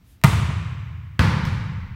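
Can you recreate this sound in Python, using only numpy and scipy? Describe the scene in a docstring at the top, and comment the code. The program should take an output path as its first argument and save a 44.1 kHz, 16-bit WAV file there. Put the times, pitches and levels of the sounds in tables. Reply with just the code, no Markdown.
"""A volleyball serve in a large gym. Over faint ventilation, clothes swish as the arm swings; a faint tick,
then the hand smacks the ball close to the microphone: a crack, a thump and the ring of the air inside it.
A second later the ball lands further off with a duller blow, and a light tap follows. The blows come back
from floor and walls and die away in a long, boomy reverberation."""
import sys
import numpy as np
from scipy import signal
from scipy.fft import rfft, irfft, next_fast_len
from scipy.io import wavfile
from scipy.ndimage import uniform_filter1d

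SR = 44100
rng = np.random.default_rng(int(sys.argv[2]) if len(sys.argv) > 2 else 0)


def master_out(mix):
    """Clip the mix to full scale and print it as 16-bit PCM to the path in sys.argv[1]."""
    frames = np.transpose(np.atleast_2d(mix))
    ceiling = np.clip(frames, -1, 1)
    pcm = np.round(ceiling * 32767).astype(np.int16)
    wavfile.write(sys.argv[1], SR, pcm)


N = 85995
T = np.arange(N) / SR


def from_db(db):
    """Decibels to gain."""
    return 10 ** (np.asarray(db) / 20)


def at_hz(points, hz):
    """Read a table on a log-frequency axis."""
    points = np.array(points)
    return np.interp(np.log(hz), np.log(points[:, 0]), points[:, 1])


def delayed(x, delay_s):
    """The sound, starting later."""
    return np.concatenate([np.zeros(int(delay_s * SR)), x])[:N]


def repeats(x, rows):
    """Copies of the sound, one for each delay and level."""
    return sum(from_db(db) * delayed(x, delay_s) for delay_s, db in rows)


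def coloured(x, spectrum):
    """Causal (minimum-phase) filter with the given spectrum."""
    size = next_fast_len(2 * N)
    hz = np.maximum(np.fft.rfftfreq(size, 1 / SR), 1)
    cepstrum = irfft(np.log(from_db(at_hz(spectrum, hz))), size)
    cepstrum[1:size // 2] *= 2
    cepstrum[size // 2 + 1:] = 0
    return irfft(rfft(x, size) * np.exp(rfft(cepstrum)), size)[:N]


# Room tone of the gym, ventilation and hiss: f/Hz, level/dB
ROOM_TONE = [(25, -44.5), (70, -25.5), (130, -34), (250, -43.5), (500, -57.5), (1500, -59), (3000, -61),
             (6000, -69.5), (10000, -76.5), (16000, -68.5)]

def ventilation():
    """Moving air: a steady low rumble with faint hiss."""
    return coloured(rng.standard_normal(N), ROOM_TONE)


# Reverberation time of the gym: f/Hz, t60/s
GYM_DECAY = [(50, 2.92), (110, 2.74), (200, 1.53), (350, 1.35), (650, 1.37), (1100, 1.64), (2200, 1.913),
             (4000, 1.263), (6000, 1.166), (9000, 0.83), (12000, 0.61), (16000, 0.41)]

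def gym_response():
    """Diffuse reverberation: third-octave noise bands, each evened out and dying at its own rate."""
    white = rfft(rng.standard_normal(N))
    hz = np.fft.rfftfreq(N, 1 / SR)
    edges = np.geomspace(20, 20000, 31)
    response = np.zeros(N)
    for low, high in zip(edges, edges[1:]):
        band = irfft(white * ((hz >= low) & (hz < high)), N)
        power = uniform_filter1d(band ** 2, size=4000) / (2 * (high - low) / SR) + 1e-9
        t60 = at_hz(GYM_DECAY, np.sqrt(low * high))
        response += band / np.sqrt(power) * from_db(-60 * T / t60)
    return response


def reverberation(spectrum, ringing, ring_db, build_up_s=0.0017):
    """The hall fills with sound and answers both the broad blow and the ringing that follows it."""
    filling = 1 - np.exp(-T / build_up_s)
    blow_tail = coloured(gym_response() * filling, spectrum)
    ring_tail = signal.fftconvolve(ringing, gym_response() * filling)[:N]
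    return blow_tail + from_db(ring_db) * ring_tail


def echoes(x, rows, wall_hz):
    """A few dulled reflections from walls and ceiling."""
    treble_loss = signal.butter(2, wall_hz, fs=SR, output="sos")
    return repeats(signal.sosfilt(treble_loss, x + 1e-18), rows)


# The server's clothes, near the microphone: f/Hz, level/dB
CLOTHES = [(500, -95), (3000, -59), (6000, -63.5), (13000, -59), (16000, -70)]

def clothes_swish(peak_s=0.11, width_s=0.055):
    """Cloth rubs as the arm swings: a soft hiss that swells and fades."""
    swing = np.exp(-((T - peak_s) / width_s) ** 2)
    return swing * coloured(rng.standard_normal(N), CLOTHES)


def crack(spectrum, snap_db, slap_db, slap_s, smear_hz):
    """First contact is one sharp snap; a brief rough slap follows as the skin flattens."""
    contact = from_db(slap_db) * rng.standard_normal(N) * np.exp(-T / slap_s)
    contact[0] += from_db(snap_db)
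    pole = np.exp(-2 * np.pi * smear_hz / SR)
    for _ in range(3):  # all-passes smear the snap over a fraction of a millisecond
        contact = signal.lfilter([-pole, 1], [1, -pole], contact + 1e-18)
    return coloured(contact, spectrum)


def thump(hz, db, swell_s, sharpness):
    """The ball is squashed and springs back: a few low cycles that swell and die."""
    age = T / swell_s
    return from_db(db) * (age * np.exp(1 - age)) ** sharpness * np.sin(2 * np.pi * hz * T)


def ring(modes, db, swell_s):
    """Struck modes swell, then each dies at its own rate."""
    tones = sum(from_db(db + level - 60 * T / t60) * np.sin(2 * np.pi * hz * T)
                for hz, level, t60 in modes)
    return (1 - np.exp(-T / swell_s)) * tones


# Modes of the ball, heard both close up and across the gym: f/Hz, level/dB, t60/s
BALL_RING = [(348, -3, 0.058), (436, -7, 0.059), (660.5, 5, 0.044), (819, -5, 0.083), (920, 1.5, 0.1),
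             (1130, 3, 0.039), (1218, 7.5, 0.058), (1393, 2, 0.06), (1897, 1, 0.044), (2040, -7, 0.13),
             (2405, -3.5, 0.046), (2777, -4.5, 0.061), (2920, -28, .05), (4100, -41, 0.04),
             (4350, -23, 0.034)]

def ball_ring(db, swell_s):
    """The air and skin of the ball ring as it springs free."""
    return ring(BALL_RING, db, swell_s)


# The tap's click at the microphone: f/Hz, level/dB
TAP_CLICK = [(500, -21), (2000, -11), (4000, -14), (6000, -17), (7500, -36), (9500, -27), (11000, -35),
             (12500, -18), (16000, -34)]
# Small touches after the click: t/s, level/dB
TAP_RATTLE = [(0.014, -25), (.0183, -9), (.0218, -24)]
# The tap's tail in the hall: f/Hz, level/dB
TAP_TAIL = [(60, -8.5), (150, -1), (300, -32), (1200, -37), (4500, -38.5), (8000, -48.5), (12500, -55),
            (16000, -60)]

def tap():
    """A light, bright contact with a short rattle after it."""
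    click = crack(TAP_CLICK, snap_db=3.5, slap_db=-8, slap_s=0.00095, smear_hz=3000)
    return click + repeats(click, TAP_RATTLE) + coloured(gym_response(), TAP_TAIL)


# Modes of the surface where the ball lands, further off: f/Hz, level/dB, t60/s
SURFACE_RING = [(184.3, 4, 0.13), (221.4, 5.5, 0.08), (287.2, -7.5, 0.25), (503.5, -10, 0.18),
                (905, -6, 0.06), (1055, -2, .08), (1524, 2, 0.055), (1650, -2, 0.049), (1838, -1, 0.044),
                (3096, -4, 0.023)]
# The landing's crack, heard from a distance: f/Hz, level/dB
FAR_CRACK = [(300, -4), (750, -18), (1500, 2), (2300, 4.5), (3200, 1), (4600, -8.5), (7000, -22.5),
             (9000, -18), (11000, -26), (16000, -30)]
# The skin slaps down in quick stages from first contact: t/s, level/dB
SKIN_STAGES = [(0, 0), (.00065, -1), (.0019, -7), (.00255, -7)]
# Reflections reaching the microphone after the landing: t/s, level/dB
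FAR_ECHOES = [(0.0168, -10), (0.046, -12.5), (.057, -12.5)]
# The landing's tail in the hall: f/Hz, level/dB
FAR_TAIL = [(30, -28), (55, -8.5), (85, 6.5), (140, 4.5), (190, 6), (240, -9), (330, -14), (430, -17),
            (510, -11.5), (650, -26), (900, -10), (1400, -14.5), (2100, -16.5), (3000, -23.5),
            (4200, -23.5), (6000, -32), (7500, -38), (9300, -38.5), (11000, -43), (16000, -46)]

def landing():
    """The ball lands further off and the surface rings with it: a duller crack, a deeper thump."""
    ringing = ring(SURFACE_RING, db=-23, swell_s=0.00043) + ball_ring(db=-23, swell_s=0.0081)
    snap = crack(FAR_CRACK, snap_db=10, slap_db=-9, slap_s=0.001, smear_hz=2500)
    body = thump(hz=87.5, db=-9, swell_s=0.0078, sharpness=0.89)
    direct = repeats(snap, SKIN_STAGES) + ringing - body
    room = echoes(direct, FAR_ECHOES, wall_hz=3900) + reverberation(FAR_TAIL, ringing, ring_db=-37.5)
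    return direct + room


# Hand on ball, close to the microphone: f/Hz, level/dB
CLOSE_CRACK = [(300, 4), (1200, 0), (2500, 3), (4500, -4), (6500, -10.5), (8500, -6.5), (10600, -14),
               (12300, -8.5), (16000, -17)]
# Reflections reaching the microphone after the serve: t/s, level/dB
CLOSE_ECHOES = [(0.034, -38), (.087, -18.5), (.26, -22)]
# The serve's boomy tail in the hall: f/Hz, level/dB
CLOSE_TAIL = [(30, -24), (55, -10), (75, 7), (100, 8.5), (135, 6), (180, 0.5), (230, -11.5), (330, -15),
              (560, -20), (800, -19.5), (1050, -11.5), (1550, -19), (2300, -19), (3600, -23), (5200, -29.5),
              (9000, -29.5), (10700, -34), (12500, -35), (16000, -37)]

def serve(tick_s, hit_s):
    """A faint tick, then the hand smacks the ball, which cracks, thumps and rings into the hall."""
    ringing = ball_ring(db=-10, swell_s=0.009)
    smack = crack(CLOSE_CRACK, snap_db=11, slap_db=-11.5, slap_s=0.003, smear_hz=1800)
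    body = thump(hz=136.5, db=2, swell_s=0.011, sharpness=7.2)
    body -= thump(hz=34.7, db=-30, swell_s=0.033, sharpness=2.7)
    floor_echo = from_db(-2) * delayed(smack, 0.00665)  # off the floor under the player
    room = echoes(ringing + from_db(-2.5) * (smack + body), CLOSE_ECHOES, wall_hz=2500)
    room += reverberation(CLOSE_TAIL, ringing, ring_db=-53)
    tick = from_db(-39) * delayed(smack, tick_s)
    return tick + delayed(smack + ringing + body + floor_echo + room, hit_s)


def scene():
    """Serve, landing and tap over the background, at one microphone near the server."""
    blows = serve(tick_s=0.2152, hit_s=0.2383) + delayed(landing(), 1.1930) + delayed(tap(), 1.4523)
    return (blows + ventilation() + clothes_swish())[None]


def record(dry):
    """The loudest peaks overload, and the treble is cut above 15.8 kHz."""
    top_cut = signal.ellip(12, 0.1, 80, 15800, fs=SR, output="sos")
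    return signal.sosfilt(top_cut, np.clip(dry, -1, 1))


dry = scene()
out = record(dry)
master_out(out)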